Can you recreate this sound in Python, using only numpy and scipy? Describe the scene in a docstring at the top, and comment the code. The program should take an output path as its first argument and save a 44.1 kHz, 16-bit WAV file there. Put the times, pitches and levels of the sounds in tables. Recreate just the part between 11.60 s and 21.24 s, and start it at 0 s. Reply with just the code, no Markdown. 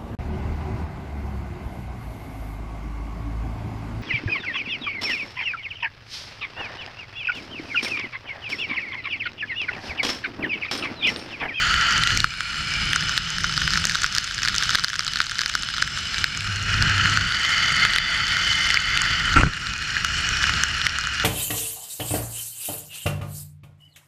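"""On misty open moorland a rider hangs from a zip-line trolley, a camera in a sealed case beside its microphone.
From the start pulleys whirr and air sings, in noise and rough tones that change as the rider slowly turns.
Drizzle raps on the case, a hard drop at 0.64 s, thickest from 2 to 4 s, facing forward; mist prickles throughout.
Wind rumbles; taut straps hum at 1.2, 4.7 and 8.3 s, and at 7.8 s one scrapes and slaps the case.
Any peak above the ceiling quickly turns the camera's gain down; the whirr ducks and then swells back."""
import sys
import numpy as np
from scipy import signal
from scipy.fft import irfft, next_fast_len
from scipy.io import wavfile
from scipy.ndimage import uniform_filter1d

SR = 44100
rng = np.random.default_rng(int(sys.argv[2]) if len(sys.argv) > 2 else 0)


def inscribe(sig):
    """Save sig as 16-bit PCM at rate SR to the path in sys.argv[1].

    A 1-D sig is mono; a 2-D sig holds one channel per row.
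    Samples are clipped to [-1, 1] before scaling.
    """
    pcm = np.round(np.clip(np.atleast_2d(sig).T, -1, 1) * 32767)
    wavfile.write(sys.argv[1], SR, pcm.astype(np.int16))


N = 425124
TIME = np.arange(N) / SR

# Table levels are relative: the sources trim them, and the microphone and camera shape the sum.
# The ride as heard in the case: t/s, whirr level/dB, hiss level/dB, wind rumble level/dB
RIDE_LEVELS = [(0, -21.5, -29, -34.5), (.3, -19.5, -29, -34), (.57, -22.5, -26, -26), (.8, -23, -27.5, -34),
               (1.3, -20.5, -26.5, -29.5), (2.1, -25, -26.5, -30.5), (2.7, -26, -28, -36),
               (4.3, -26.5, -29.5, -35), (4.9, -25, -30, -32), (5.3, -20, -30.5, -26.5),
               (5.53, -20.5, -27.5, -30), (5.8, -22, -29, -35.5), (6.2, -20, -27.5, -33),
               (7.2, -21.5, -28.5, -37.5), (7.7, -23.5, -32.5, -28), (8.2, -24, -30.5, -34.5),
               (8.9, -23.5, -30, -35), (9.64, -24, -32, -35)]
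# The rider's turning: t/s, heading/degrees (0 looks back up the cable, 180 forward)
RIDER_HEADING = [(0, 26), (.56, 30), (.66, 88), (1.25, 105), (1.6, 140), (2.3, 175), (3.6, 175), (4.2, 138),
                 (4.72, 114), (4.88, 66), (5.15, 54), (5.5, 32), (5.95, 5), (7.1, 0), (7.7, 20), (7.92, 52),
                 (9.64, 54)]
# Tones of pulleys, cable and rigging: f/Hz, width/Hz, level/dB, loudest heading/degrees, reach/degrees
RIGGING_TONES = [(1370, 130, 3, 30, 11), (1410, 200, 0, 45, 90), (1610, 290, -2, 44, 45),
                 (1910, 190, 0, 7, 46), (2090, 130, 4, 0, 15), (2340, 160, 1, 97, 19),
                 (2490, 140, -3, 58, 18), (2885, 160, 2, 68, 40), (3015, 140, 4, 0, 32),
                 (2980, 190, 0, 150, 70), (3440, 170, -6, 0, 23), (3400, 170, -6, 161, 67),
                 (3800, 400, -9, 149, 58), (4250, 170, 0, 70, 70), (4600, 300, 0, 6, 28),
                 (4400, 250, -7, 174, 43), (4930, 220, -4, 122, 44), (5190, 320, -2, 138, 71),
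                 (5630, 200, -3, 56, 11), (5650, 900, -13, 0, 30), (6030, 240, -9, 38, 33),
                 (6050, 650, -9, 145, 36), (6700, 550, -12, 35, 38), (7500, 320, -12, 92, 56),
                 (9600, 520, -23, 88, 35), (12100, 220, -31, 0, 14)]
# Spectrum of the broad rolling noise: f/Hz, level/dB
ROLLING_SPECTRUM = [(250, -20.5), (550, -26), (1000, -21.5), (1150, -14), (1330, -4), (1850, -6.5),
                    (2200, -7.5), (2750, -8), (3600, -13.5), (3800, -21)]
# Spectrum of the air rush through the case: f/Hz, level/dB
AIR_SPECTRUM = [(3900, -12.5), (4500, -11), (5300, -11), (5550, -19.5), (7300, -20), (8100, -29),
                (9500, -34), (10700, -34.5), (15000, -46)]
# Faint rings of the mount: f/Hz, width/Hz, level/dB relative to the whirr
MOUNT_RINGS = [(675, 55, -32.5), (877, 37, -29.5)]
# Big drops on the case: t/s, wall ring f/Hz, ring level/dB, tick f/Hz, tick level/dB
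BIG_DROPS = [(0.141, 1770, -19.5, 3330, -21), (0.379, 1450, -21, 6200, -24),
             (0.436, 1920, -21.5, 3580, -19), (0.473, 1790, -25, 2940, -15),
             (0.505, 1690, -20.5, 3250, -21), (0.574, 2300, -18, 5400, -14),
             (0.603, 2260, -21, 4200, -10.5), (0.643, 1370, -2.5, 3120, -13), (0.806, 1460, -13, 3410, -16),
             (1.332, 1740, -14.5, 3150, -13.0), (1.36, 1450, -11.5, 6530, -16),
             (1.494, 1520, -18.5, 6140, -21), (1.577, 1670, -15.5, 4260, -11.0),
             (1.843, 1480, -11.5, 3890, -25), (1.977, 1370, -16.5, 4520, -16),
             (2.017, 1570, -17.5, 3180, -21), (2.077, 1470, -15, 3260, -17),
             (2.157, 1680, -18, 4310, -30.5), (2.174, 1390, -18.0, 5200, -18.5),
             (2.253, 1810, -24, 6050, -13.5), (2.296, 1800, -19.5, 4540, -13),
             (2.354, 1460, -13, 4430, -13), (2.443, 1460, -10, 3280, -17), (2.55, 1370, -32, 5060, -12.5),
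             (2.583, 1640, -16, 4400, -10), (2.78, 1630, -22, 4470, -21), (2.832, 1830, -26, 5490, -16),
             (2.85, 1490, -18, 4700, -16.5), (2.884, 1590, -19, 5170, -13.5),
             (2.982, 2200, -36, 4680, -10.5), (3.025, 1590, -18.5, 4200, -17),
             (3.154, 1540, -12.5, 4360, -10.5), (3.245, 1470, -12, 4950, -8.5),
             (3.283, 1460, -22, 5020, -16.5), (3.393, 1260, -15.5, 4910, -10.5),
             (3.479, 1450, -23, 4450, -16.5), (3.535, 1700, -26, 4540, -15),
             (3.558, 1450, -18, 4510, -15.5), (3.603, 1430, -5, 4120, -13), (3.617, 1900, -29, 4400, -11),
             (3.791, 1620, -15.5, 4550, -12), (3.816, 1350, -18, 4700, -12), (3.86, 1480, -19, 4600, -13.5),
             (3.952, 1440, -10, 4700, -9), (4.224, 1520, -9, 4160, -12), (4.642, 1540, -11.5, 4254, -10.5),
             (4.807, 2110, -27, 3080, -19), (5.224, 1500, -21, 4950, -16.0), (5.457, 1620, -14, 3400, -28),
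             (5.573, 1480, -12.0, 4280, -21.5), (6.251, 1480, -13.0, 3490, -17),
             (6.335, 1790, -27, 3310, -18), (6.361, 1540, -19, 3080, -15),
             (6.384, 1990, -19.5, 3920, -15.5), (7.103, 2010, -22, 3050, -16.5),
             (7.143, 1530, -20, 5000, -18.5), (7.172, 2140, -12.5, 2930, -34.0),
             (7.374, 1890, -23.5, 2870, -14), (7.418, 1380, -19.5, 6750, -20.5),
             (8.367, 1690, -15, 3740, -29.0), (8.447, 1410, -16.5, 3230, -15),
             (8.84, 1610, -16.5, 3440, -22), (8.894, 1460, -15.5, 4300, -32),
             (9.036, 1520, -14.5, 6400, -15.5), (9.267, 1910, -14, 3020, -13.5),
             (9.386, 1400, -17.5, 6600, -21), (9.471, 1470, -18, 6600, -25.0),
             (9.599, 1830, -23, 3450, -21)]
# A strap brushing the case: t/s, scrape level/dB, wall squeak level/dB, buffeting level/dB
STRAP_BRUSH = [(7.752, -48, -48, -45), (7.762, -19, -23, -16.5), (7.777, -11.5, -8, -8.5),
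               (7.80, -17.5, -29, -9), (7.82, -18, -30, -22), (7.83, -31, -32, -8.5),
               (7.878, -25, -25, -12), (7.895, -41, -40, -19), (7.925, -52, -52, -38)]
# Spectrum of webbing scraping over the case: f/Hz, level/dB
SCRAPE_SPECTRUM = [(200, -19), (285, 3), (400, -19), (700, -18), (1000, -13), (1330, -7.5), (1700, -13),
                   (2700, -7.5), (3500, -29), (8000, -28.5)]
# The strap slapping the case: t/s, wall ring level/dB, thump level/dB
STRAP_SLAPS = [(7.767, -13.5, -8.5), (7.834, -4.5, -2), (7.853, -22, -20), (7.865, -15, -16),
               (7.872, -27, -9)]
# Spectrum of turbulence on the case: f/Hz, level/dB
RUMBLE_SPECTRUM = [(15, -16), (30, 1.5), (55, 2), (110, 0.5), (170, -2), (230, -11), (330, -18), (500, -25),
                   (900, -45)]
# Taut straps humming in the wind: start t/s, end t/s, f/Hz, pitch wander width/Hz, level/dB
STRAP_HUMS = [(1.208, 2.4, 159.7, 43.5, -31), (4.74, 5.68, 99.5, 7.36, -25), (8.3, 9.9, 69.3, 8.4, -34)]

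RING_T60_S, TICK_T60_S = 0.0095, 0.0034  # 60 dB decay of the wall ring and of the tick
# fine drizzle: mean drops a second at any heading, and extra when facing forward
LEE_PER_S, FACING_PER_S = 46, 100
FORWARD_DEG, FACING_REACH_DEG = 176, 27
# smallest drop, range up to the largest, extra range facing forward; before hardness and drop() trims
FINE_DB, FINE_RANGE_DB, FACING_DB = -34, 12.5, 6.5
MIST_PER_S, MIST_DB = 94, -19  # mean specks a second; trim on their size
# gain control: peak ceiling, recovery, time constant of the duck
CEILING_DB, RECOVERY_DB_PER_S, DUCK_S = -2.5, 10, 0.00039
MIC_BEND, LOPSIDED = 0.072, 0.18  # how unevenly microphone, then recorder, treat the wave's two halves
SOFTEN_HZ, TOP_HZ = 13900, 15400  # gentle treble roll-off, then the steep cut


def trolley(whirr_db, hiss_db):
    """Rough tones over rolling noise; each tone comes forward as the rider turns towards its source."""
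    heading, = curves(RIDER_HEADING)
    whirr, hiss = coloured(ROLLING_SPECTRUM), coloured(AIR_SPECTRUM)
    for hz, width, db, facing, reach in RIGGING_TONES:
        # reading at an uneven pace makes each tone waver a little in pitch
        travel = np.cumsum(1 + 0.006 * walk(5))
        voice = np.interp(travel, np.arange(N), tone(hz, width))
        towards = np.exp(-0.5 * ((heading - facing) / reach) ** 2)
        voice = voice * undb(db + 1.56 * walk(9)) * towards
        if hz < AIR_SPECTRUM[0][0]:
            whirr = whirr + voice
        else:
            hiss = hiss + voice
    # the mount rings in fits as the cable shakes it
    mount = np.zeros(N)
    for hz, width, db in MOUNT_RINGS:
        mount += undb(db + 0.94 * walk(10)) * unit(tone(hz, width))
    # uneven cable and turbulent air shake all the tones together
    judder = undb(0.7 * walk(22) + 1.0 * walk(160))
    whirr = (steady(whirr) + mount) * undb(whirr_db - 0.36)
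    hiss = steady(hiss) * undb(hiss_db - 1.0)
    return judder * (whirr + hiss)


def drizzle():
    """Big drops and random fine ones; the harder a fine drop hits, the higher it ticks and the less it rings."""
    out = np.zeros(N)
    heading, = curves(RIDER_HEADING)
    facing = np.exp(-0.5 * ((heading - FORWARD_DEG) / FACING_REACH_DEG) ** 2)
    rate = LEE_PER_S + FACING_PER_S * facing

    # one noise cut into short splashes; each big drop has its own, fine drops take them in turn
    size = len(ring(1, 1))
    splashes = unit(coloured([(2000, 2), (5000, 2), (8000, -9.5), (11000, -18.5), (15500, -16)]))
    splashes = splashes[:N // size * size].reshape(-1, size)
    for k, (s, *colour) in enumerate(BIG_DROPS):
        add(out, s, drop(*colour, splashes[k]))

    # random waits are counted off against the drops expected so far
    chance = rng.random((1200, 4))
    turn = np.cumsum(-np.log(1 - chance[:, 0]))
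    expected = np.cumsum(rate) / SR
    arrivals = np.interp(turn, expected, np.arange(N), right=-1).astype(int)
    for k, (i, (_, weight, place, hardness)) in enumerate(zip(arrivals, chance)):
        if i >= 0:  # -1 marks a drop after the end
            db = FINE_DB + (FINE_RANGE_DB + FACING_DB * facing[i]) * weight ** 2
            ring_hz = 1350 + 450 * place ** 2
            tick_hz = 3500 + 3300 * hardness ** 2
            splash = splashes[k % len(splashes)]
            add(out, i / SR, drop(ring_hz, db - 10 * hardness, tick_hz, db - 2.4 * hardness, splash))

    # the stiff case passes little below its first wall mode, and muffles the very top
    stiff = signal.butter(5, 1160, "high", fs=SR, output="sos")
    muffle = signal.butter(2, 11500, "low", fs=SR, output="sos")
    return signal.sosfilt(np.vstack([stiff, muffle]), out)


def drop(ring_hz, ring_db, tick_hz, tick_db, splash):
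    """One drop: the case wall rings low, stiffer modes tick, and the splash fizzes for about a millisecond."""
    wall = ring(ring_hz, RING_T60_S) - 0.54 * ring(ring_hz * 1.26, RING_T60_S * 0.24)
    tick = ring(tick_hz, TICK_T60_S)
    tick = tick - 0.39 * ring(tick_hz * 0.848, TICK_T60_S)
    tick = tick - 0.5 * ring(tick_hz * 1.246, TICK_T60_S * 0.5)
    t = TIME[:len(splash)]
    flatten = 1 - np.exp(-t / 0.00016)  # the push builds up as the drop flattens
    fizz = splash * np.exp(-t / 0.00092)
    return flatten * (undb(ring_db + 16) * wall + undb(tick_db + 17.5) * (tick + undb(-8.5) * fizz))


def strap():
    """Webbing scrapes the case in jerks, makes its wall squeak, slaps it, and throws its wake on the microphone."""
    scrape_db, squeak_db, buffet_db = curves(STRAP_BRUSH)
    touching = (TIME > STRAP_BRUSH[0][0]) & (TIME < STRAP_BRUSH[-1][0])
    scrape = unit(coloured(SCRAPE_SPECTRUM)) * undb(scrape_db + 3.3 * walk(250))
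    squeak = unit(tone(1386, 130)) * undb(squeak_db)
    wake = unit(coloured(RUMBLE_SPECTRUM)) * undb(buffet_db - 3.0)
    out = touching * (scrape + squeak + wake)
    for s, wall_db, thump_db in STRAP_SLAPS:
        wall = undb(wall_db + 5.5) * ring(1506, 0.026)
        thump = undb(thump_db + 5.0) * ring(140, 0.04)
        add(out, s, wall - thump)
    return out


def wind(rumble_db):
    """Turbulence rumbles on the case; straps shed vortices and hum when they cross the airflow."""
    out = unit(coloured(RUMBLE_SPECTRUM)) * undb(rumble_db + 0.25 + 1.9 * walk(18))
    for start, end, hz, width, db in STRAP_HUMS:
        swell = np.clip(np.minimum(TIME - start, end - TIME) / 0.12, 0, 1)
        phase = 2 * np.pi * np.cumsum(hz + width / 2 * walk(40)) / SR
        out = out + swell * undb(db + 1.7 * walk(32)) * np.sin(phase)
    return out


def mist(hiss_db):
    """Specks of mist prickle on the case, harder when the air rushes harder; each is a tiny high ping."""
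    out = np.zeros(N)
    chance = rng.random((2400, 3))
    arrivals = np.cumsum(-np.log(1 - chance[:, 0])) / MIST_PER_S
    for s, (_, weight, place) in zip(arrivals, chance):
        if s < TIME[-1]:
            size_db = 20 + 16 * (weight ** 2 - 0.5)
            add(out, s, undb(size_db + MIST_DB) * ring(6400 + 3100 * place, 0.003))
    prickle = signal.butter(2, [5500, 11000], "band", fs=SR, output="sos")
    return signal.sosfilt(prickle, out) * undb(hiss_db)


def undb(db):
    """Decibels to gain."""
    return 10 ** (np.asarray(db) / 20)


def curves(table):
    """The columns of a table, joined by straight lines in time."""
    s, *columns = np.transpose(table)
    return [np.interp(TIME, s, c) for c in columns]


def noise(gain_at):
    """Random-phase noise whose spectrum follows the given gain at each frequency."""
    size = next_fast_len(N, real=True)
    f = np.arange(1, size // 2 + 2) * SR / size
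    spectrum = gain_at(f) * np.exp(2j * np.pi * rng.random(len(f)))
    return irfft(spectrum, size)[:N] * np.sqrt(size)


def coloured(points):
    """Noise with a spectrum of (f/Hz, level/dB) points that falls steeply past both ends."""
    hz, db = np.transpose(points)

    def gain_at(f):
        ends = np.minimum(1, np.minimum(f / hz[0], hz[-1] / f)) ** 10
        return undb(np.interp(np.log(f), np.log(hz), db)) * ends

    return noise(gain_at)


def tone(hz, width):
    """A rough tone: noise in one steep resonance."""
    return noise(lambda f: 1 / np.sqrt(1 + (2 * (f - hz) / width) ** 4))


def walk(rate):
    """Random drift with rate new values a second, joined by straight lines; spread near 1."""
    knots = rng.standard_normal(4096)
    return 1.2 * np.interp(TIME * rate, np.arange(len(knots)), knots)


def steady(x):
    """Bring the level, taken over a quarter second, to 1."""
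    return x / np.sqrt(uniform_filter1d(x ** 2, SR // 4))


def unit(x):
    """Scale to rms 1."""
    return x / x.std()


def add(out, s, x):
    """Mix a short sound in at s seconds."""
    i = int(np.clip(s * SR, 0, N - 1))
    out[i:i + len(x)] += x[:N - i]


def ring(hz, t60):
    """A struck mode: a sine dying by 60 dB in t60 seconds, its envelope starting at 1."""
    t = TIME[:SR // 25]
    return np.sin(2 * np.pi * hz * t) * np.exp(-np.log(1000) * t / t60)


def scene():
    """Everything reaches the camera's microphone directly; the open moor gives no echo."""
    whirr_db, hiss_db, rumble_db = curves(RIDE_LEVELS)
    ride = trolley(whirr_db, hiss_db)
    contacts = drizzle() + strap()
    background = wind(rumble_db) + mist(hiss_db)
    return (ride + contacts + background)[None]


def gain_control(x):
    """Any peak above the ceiling turns the gain down by as much, a moment late; it climbs back steadily."""
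    over_db = np.maximum(20 * np.log10(np.abs(x) + 1e-9) - CEILING_DB, 0)
    recovered = RECOVERY_DB_PER_S * TIME
    # the deepest cut so far, less what has been recovered since
    cut_db = np.maximum.accumulate(over_db + recovered, axis=-1) - recovered
    lag = np.exp(-1 / (DUCK_S * SR))
    return x * undb(-signal.lfilter([1 - lag], [1, -lag], cut_db))


def record(dry):
    """Hard drops overload the microphone lopsidedly and thud; the camera rides gain, rounds peaks, cuts the top."""
    bent = dry - MIC_BEND * dry ** 2
    held = gain_control(bent)
    rounded = held / (1 + (held / 0.73) ** 6) ** (1 / 6)
    squeezed = rounded - LOPSIDED * np.abs(rounded) * rounded ** 2
    passband = signal.butter(2, [8, SOFTEN_HZ], "band", fs=SR, output="sos")
    cut = signal.ellip(8, 0.2, 70, TOP_HZ, fs=SR, output="sos")
    return signal.sosfilt(np.vstack([passband, cut]), squeezed)


dry = scene()
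out = record(dry)
inscribe(out)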